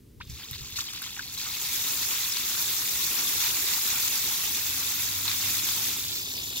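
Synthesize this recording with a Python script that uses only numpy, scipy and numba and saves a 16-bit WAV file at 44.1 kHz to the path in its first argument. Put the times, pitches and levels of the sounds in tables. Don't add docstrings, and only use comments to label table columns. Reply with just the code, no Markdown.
import sys
import numpy as np
from scipy import signal
from scipy.fft import rfft, irfft
from scipy.io import wavfile
from scipy.ndimage import uniform_filter1d, map_coordinates
from numba import njit

SR = 44100
rng = np.random.default_rng(int(sys.argv[2]) if len(sys.argv) > 2 else 0)


def wav_record(signal):
    frames = np.transpose(np.atleast_2d(signal))
    bounded = np.clip(frames, -1, 1)
    quanta = np.round(bounded * 32767).astype(np.int16)
    wavfile.write(sys.argv[1], SR, quanta)


N = 291060
TIME = np.arange(N) / SR

# (frequency [Hz], level [dB])
RUMBLE_COLOUR = [(20, -20), (50, -1.5), (90, 4), (160, -1), (300, -6.5), (450, -11), (700, -32.5),
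                 (1500, -31), (4000, -29.5), (9000, -32), (15000, -30)]
BREEZE_COLOUR = [(15, -9), (35, 21), (70, -10), (140, -1), (300, -20)]
PUFF_COLOUR = [(25, -8), (65, 0), (110, -1), (200, -17)]
# (peak time [s], half width [s], level [dB])
PUFFS = [(0.203, 0.059, -49), (.66, 0.087, -51), (1.36, .05, -53), (1.97, .1, -57), (2.97, 0.047, -52),
         (3.52, .08, -51), (6.07, 0.11, -51), (6.477, .1, -53)]
# (time [s], level [dB])
HUM_LEVEL = [(0, -73.5), (4.2, -71.5), (4.7, -67), (6.6, -59.5)]
ENGINE_LEVEL = [(0, -66), (3.8, -65), (4.58, -54.5), (4.8, -53.5), (5.47, -48), (5.95, -55.5), (6.25, -58)]
# (time [s], firing rate [Hz])
ENGINE_RATE = [(3.9, 76), (4.6, 85), (5.2, 96), (5.7, 101), (6.6, 105)]
# (multiple of the firing rate, relative level [dB])
ENGINE_HARMONICS = [(1, -1), (2, -13.5), (3, -12)]

# (time [s], pinch [0-1])
PINCH = [(1.2, 0), (1.5, 0.29), (1.77, 0.9), (2.2, 0.84), (2.37, .5), (2.57, 1), (3.2, 1), (5.9, 0.89)]
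# (time [s], turn [0-1])
TURN = [(5.7, 0), (5.95, 0.11), (6.25, .9), (6.6, 0.98)]
# (time [s], lag of the left microphone [ms])
AIM = [(.1, 0.21), (.32, -0.049), (.9, -0.09), (1.6, -0.047)]
# (time [s], level [dB], pitch [Hz], 60 dB decay time
# [s])
BUMPS = [(0.269, -34, 96, .08), (0.296, -29, 91, 0.16), (0.326, -32, 85, 0.22), (0.514, -29, 108, 0.11),
         (0.553, -39, 80, 0.088), (0.609, -33, 114, 0.18), (0.726, -37, 90, 0.097), (0.781, -40, 85, 0.11)]
DROPS = [(.298, -33, 6160, .06), (.511, -21.5, 12200, 0.012), (0.532, -28.5, 1950, .018),
         (.558, -28, 4160, .015), (.615, -31, 14000, .012), (0.7585, -22, 4180, 0.044),
         (0.786, -22.5, 1370, 0.023), (.79, -18.5, 6430, 0.029), (.885, -25.5, 3120, .03),
         (.896, -28, 2520, 0.023), (.934, -25, 6840, .015), (.961, -23, 3620, 0.013),
         (1.019, -25, 1520, .022), (1.021, -21, 12100, 0.016), (1.026, -30.5, 1080, 0.016),
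         (1.041, -21, 3230, 0.026), (1.192, -25.5, 1570, 0.033), (1.223, -26, 4470, 0.02),
         (1.376, -22, 4220, .031), (2.1831, -21, 3430, .0054), (2.3204, -17.5, 5140, 0.019),
         (2.3695, -15, 4700, 0.025), (3.505, -14, 3000, 0.0069), (3.686, -13, 2540, .0032),
         (4.0782, -13, 6476, 0.014), (5.2795, -15, 4000, 0.012), (5.281, -20, 2570, .019),
         (5.315, -14, 4300, .008), (5.688, -17, 3730, 0.0087), (6.131, -20, 6460, .017),
         (6.3673, -19, 5000, .01), (6.404, -25, 4460, 0.0061), (6.5696, -17, 3530, 0.013)]
# (time [s], level [dB])
STREAM_LEVEL = [(0.26, -59), (0.34, -51.5), (0.7, -47.5), (0.88, -46.5), (1.36, -46), (1.42, -40.5),
                (1.75, -37.5), (2.6, -37), (2.8, -38), (3.05, -36.5), (4.1, -36), (4.7, -38), (5.05, -37.5),
                (5.2, -39.5), (5.5, -36.5), (5.87, -36.5), (6.05, -40), (6.6, -40.5)]
# (time [s], length [s], splash level [dB], bubbles re splash [dB], spatter and mist re splash [dB])
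SLUGS = [(.292, .025, -50, -16, -5), (.385, 0.052, -45.5, -6.5, -10.5), (.478, .02, -50, -12, -17),
         (.527, .04, -44, -16, -15), (.759, 0.058, -40, -11, -2.5), (.93, 0.043, -46.5, -4.5, -13),
         (1.02, 0.057, -45.5, -4.5, -6), (1.16, 0.047, -53.5, 5, -5), (1.32, .03, -52, -18, 7),
         (1.376, 0.035, -40, -24, -3.5), (1.41, 0.13, -48, -1, -13), (2.08, 0.074, -45, -3, 2),
         (2.35, 0.037, -44, -23, -15), (2.68, 0.047, -37, -20, -4), (3.16, 0.039, -44.5, 3, 1),
         (3.39, 0.087, -37, -4.5, -2.5), (3.66, 0.089, -42, -2.5, -1), (3.89, 0.11, -47.5, 4, 4),
         (5.25, 0.087, -36.5, -6.5, -6), (5.43, 0.074, -39, -5, -1.5), (5.67, 0.034, -38.5, -22, -3),
         (6.12, 0.066, -46, -19, 5), (6.35, 0.051, -42, -29, -11), (6.55, .05, -39.5, -26, -5)]
# (frequency [Hz], level [dB])
SOIL_COLOUR = [(60, -2.5), (130, -1), (250, 0.5), (380, 2), (520, -4.5), (680, -9), (1000, -8)]
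BUBBLE_COLOUR = [(600, -35), (720, -10.5), (840, -6), (1150, -3), (1650, -3.5), (2050, -0.5), (2500, 1.5),
                 (2900, -5), (3500, -30)]
SPLASH_COLOUR = [(1700, -11), (2350, -9), (2600, -4), (3050, -5), (3280, -2), (3550, 2), (3900, 0),
                 (4400, 0), (5100, -2), (6200, -21)]
SPATTER_COLOUR = [(4400, -18), (5400, -2.5), (6100, -1), (7300, -1), (7800, -5.5), (8300, -13),
                  (9500, -14.5)]
MIST_COLOUR = [(6800, -6.5), (8200, -5.5), (9300, -6), (10800, -2), (12200, 2.5), (13200, 1.5),
               (15700, 3.5)]
# (frequency [Hz], gain [dB])
PORT_DIFFERENCE = [(20, -12), (80, -6.5), (190, -9.5), (370, 0.5), (560, 14), (850, -4), (1330, 5),
                   (1850, -1), (2400, -0.5), (7500, 0.5), (11500, 1.4), (16000, 1.5)]

BUBBLE_MIX_DB, SPATTER_MIX_DB = (-8.5, 1.7, -10.5), (-3.5, 4.02, -4)
MIST_MIX_DB, SOIL_MIX_DB = (-2.34, 6.82, -4.5), (-25, 9.33, 4.6)
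SPREAD_MS = (0.018, 0.06, -0.043)
DROP_SHARE = (.25, .77, -.58)


def undb(db):
    return 10 ** (np.asarray(db) / 20)


def unit(x):
    return x / np.sqrt(np.mean(x ** 2))


def curve(table):
    return np.interp(TIME, *np.transpose(table))


def colour(x, points, skirt_db_per_octave=30):
    hz, db = np.transpose(points)
    octave = np.log2(np.maximum(np.fft.rfftfreq(N, 1 / SR), 1))
    outside = np.abs(octave - np.clip(octave, np.log2(hz[0]), np.log2(hz[-1])))
    gain_db = np.interp(octave, np.log2(hz), db) - skirt_db_per_octave * outside
    return irfft(rfft(x) * undb(gain_db), N)


def waver(hz):
    hold = max(int(SR / hz), 1)
    steps = rng.standard_normal(N)[np.arange(N) // hold]
    return unit(uniform_filter1d(steps, hold))


def stereo_noise(side_db):
    mid, side = rng.standard_normal((2, N))
    return mid + undb(side_db) * side * np.array([[1], [-1]])


def low_cut(x, hz=850):
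    return signal.sosfilt(signal.butter(6, hz, "high", fs=SR, output="sos"), x)


def outdoors():
    rumble = unit(colour(stereo_noise(side_db=-9), RUMBLE_COLOUR)) * undb(-53.5 + 0.35 * waver(hz=3.6))
    breeze = unit(colour(rng.standard_normal((2, N)), BREEZE_COLOUR)) * undb(-69.5 + 1.9 * waver(hz=2.1))
    return rumble + breeze


def hum(hz=266):
    phase = 2 * np.pi * np.cumsum(hz * (1 + .02 * waver(hz=30))) / SR
    return np.sqrt(2) * np.sin(phase) * undb(curve(HUM_LEVEL) + 2.5 * waver(hz=20))


def engine():
    firing_hz = curve(ENGINE_RATE) * (1 + 0.01937 * waver(hz=40))
    phase = 2 * np.pi * np.cumsum(firing_hz) / SR
    db = curve(ENGINE_LEVEL)
    return np.sqrt(2) * sum(np.sin(multiple * phase) * undb(db + relative_db + 1.7 * waver(hz=25))
                            for multiple, relative_db in ENGINE_HARMONICS)


def puffs():
    swell = sum(undb(db) * np.exp(-((TIME - peak) / half_width) ** 2) for peak, half_width, db in PUFFS)
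    return unit(colour(rng.standard_normal((2, N)), PUFF_COLOUR)) * swell


def thumps():
    out = np.zeros((2, N))
    for start, db, hz, t60 in BUMPS:
        detune = 1 + 0.18 * rng.standard_normal((2, 1))
        age = np.maximum(TIME - start, 0)
        attack = 1 - np.exp(-age / 0.0019)
        decay = np.exp(-np.log(1000) * np.minimum(age / t60, 2))
        out += undb(db) * np.sin(2 * np.pi * hz * detune * age) * attack * decay
    return out


def handling(setting):
    open_hose, pinched, turned = setting
    return open_hose + pinched * curve(PINCH) + turned * curve(TURN)


def patch_lag_ms(full_turn_ms=0.286):
    return curve(AIM) + full_turn_ms * curve(TURN)


def from_patch(x):
    lag = patch_lag_ms() * SR / 1000
    return np.array([map_coordinates(x, [np.arange(N) - side * lag / 2], order=3) for side in (1, -1)])


def scatter(x, wash_db, t60, block=256):
    count = N // block + 1
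    blocks = np.pad(x, ((0, 0), (0, count * block - N))).reshape(2, count, block)
    age = np.arange(5 * block) / SR
    tails = rng.standard_normal((2, count, len(age))) * np.exp(-np.log(1000) * age / t60)
    tails /= np.sqrt(np.sum(tails ** 2, axis=2, keepdims=True))
    echoes = signal.fftconvolve(blocks, tails, axes=2)
    at = (block * np.arange(count)[:, None] + np.arange(echoes.shape[2])).ravel()
    wash = np.array([np.bincount(at, channel.ravel())[:N] for channel in echoes])
    flow = np.clip(handling(DROP_SHARE), 0, 1)
    return x + undb(wash_db) * np.sqrt(flow) * wash


def soil():
    thud = colour(stereo_noise(side_db=-15), SOIL_COLOUR)
    patter = thud * undb(2.26 * waver(hz=50) + 1.8 * waver(hz=160))
    return unit(patter) * undb(curve(STREAM_LEVEL) + handling(SOIL_MIX_DB))


def gulp(peak_s=.2125, lead_s=.011, leap_s=0.00262, low_hz=880, high_hz=3600, fizz_db=-9):
    age = TIME - peak_s
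    leap = (1 + np.tanh(age / leap_s / 2)) / 2
    hz = low_hz * (high_hz / low_hz) ** leap
    note = np.sin(2 * np.pi * np.cumsum(hz * (1 + 0.106 * waver(hz=1900))) / SR)
    band = signal.butter(3, [1500, 5000], "band", fs=SR, output="sos")
    fizz = unit(signal.sosfilt(band, rng.standard_normal(N)))
    db = -35 + np.minimum(1000 * age, -850 * age)
    squirt = (note + undb(fizz_db) * fizz) * undb(np.maximum(db, -200)) * (age > -lead_s)
    return low_cut(scatter(from_patch(squirt), wash_db=-2, t60=.05))


def big_drops(slap_gain=2.5, band_ratio=1.24, glide=0.039):
    age = np.arange(SR // 10) / SR
    out = np.zeros(N + len(age))
    for start, db, hz, t60 in DROPS:
        noise = rng.standard_normal(len(age))
        slap = slap_gain * noise * np.exp(-age / 0.00025)
        edges_hz = [hz / band_ratio, min(hz * band_ratio, SR / 2 - 1)]
        splash = unit(signal.sosfilt(signal.butter(2, edges_hz, "band", fs=SR, output="sos"), noise))
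        bubble = np.sin(2 * np.pi * hz * age * (1 + glide * np.minimum(age / t60, 1)))
        drop = slap + (splash + 1.2 * bubble) * np.exp(-np.log(1000) * age / t60)
        at = int(start * SR)
        out[at:at + len(age)] += undb(db) * drop / np.abs(drop).max()
    return low_cut(scatter(from_patch(out[:N]), wash_db=1, t60=0.04))


@njit
def ring(start, hz, cycles, size, glide):
    out = np.zeros(N)
    for k in range(len(start)):
        length = cycles[k] * SR / hz[k]
        for i in range(max(int(start[k]) + 1, 0), min(int(start[k] + length) + 1, N)):
            progress = (i - start[k]) / length
            phase = 2 * np.pi * cycles[k] * progress * (1 + glide * progress / 2)
            out[i] += size[k] * np.exp(-5.76 * progress) * np.sin(phase)
    return out


def cloud(low_hz, high_hz, cycles, size_db, glide, width, patchy_db, count):
    when, pitch, damping, size_rank, chance = rng.random((count, 5)).T
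    place, pan = rng.standard_normal((2 * count,)).reshape(count, 2).T
    at = (when * N).astype(int)
    hz = low_hz + (high_hz - low_hz) * pitch
    ring_cycles = cycles * (.3 - .8 * np.log(damping + .02))
    favour = map_coordinates(rng.standard_normal((160, 6)), [159 * when, 5 * pitch], order=1)
    heard = chance < handling(DROP_SHARE)[at]
    size = undb(patchy_db * favour - size_db * np.log(size_rank + 0.015)) * np.sqrt(hz) * heard
    lag = (patch_lag_ms()[at] + width * handling(SPREAD_MS)[at] * place) * SR / 1000
    return np.array([ring(when * N + side * lag / 2, hz, ring_cycles, size * undb(side * 2 * pan), glide)
                     for side in (1, -1)])


def at_level(x, db):
    power = uniform_filter1d(x.mean(axis=0) ** 2, SR // 6)
    return x * undb(db) / np.sqrt(np.maximum(power, 0) + 1e-3 * power.mean())


def water_levels(attack_s=.005, release_s=.018):
    stream_db = curve(STREAM_LEVEL)
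    others_db = [stream_db + handling(mix) for mix in (BUBBLE_MIX_DB, SPATTER_MIX_DB, MIST_MIX_DB)]
    power = undb([stream_db] + others_db) ** 2
    for start, length, db, bubble_db, fine_db in SLUGS:
        age = TIME - start
        envelope = np.clip(age / attack_s, 0, 1) * np.exp(-np.clip((age - length) / release_s, 0, 20))
        gains = undb(db + np.array([0, bubble_db, fine_db, fine_db]))
        power += np.outer(gains, envelope) ** 2
    return 10 * np.log10(power)


def spray():
    flutter = 0.37 * waver(hz=54) + 0.34 * waver(hz=150)
    bubbles = cloud(684, 2843, cycles=11.9, size_db=-1, glide=.13, width=.57, patchy_db=1.5, count=20000)
    splash = cloud(2073, 5790, cycles=12.6, size_db=2, glide=.18, width=.85, patchy_db=1.85, count=45000)
    spatter = cloud(4240, 8900, cycles=4.6, size_db=2, glide=.05, width=.93, patchy_db=1.7, count=40000)
    mist = cloud(5800, 18300, cycles=4, size_db=0, glide=0.0, width=.24, patchy_db=1.5, count=70000)
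    bubbles = colour(scatter(bubbles, wash_db=-6.5, t60=.043), BUBBLE_COLOUR) * undb(0.6 * flutter)
    splash = colour(scatter(splash, wash_db=-5, t60=.035), SPLASH_COLOUR) * undb(0.8 * flutter)
    spatter = colour(scatter(spatter, wash_db=3, t60=.041), SPATTER_COLOUR) * undb(1.1 * flutter)
    mist = colour(scatter(mist, wash_db=8.5, t60=.031), MIST_COLOUR) * undb(0.27 * flutter)
    water_on = np.interp(TIME, [.215, .25], [0, 1])
    layers = zip((splash, bubbles, spatter, mist), water_levels())
    return water_on * sum(at_level(layer, db) for layer, db in layers)


def scene():
    hose = spray() + soil() + big_drops() + gulp() + thumps()
    return hose + engine() + hum() + outdoors() + puffs()


def record(dry, top_hz=15750):
    left, right = dry
    mid = (left + right) / 2
    side = colour((left - right) / 2, PORT_DIFFERENCE)
    stereo = np.array([mid + side, mid - side]) * undb([[.2], [-.2]])
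    return signal.sosfilt(signal.ellip(12, .1, 75, top_hz, fs=SR, output="sos"), stereo)


dry = scene()
out = record(dry)
wav_record(out)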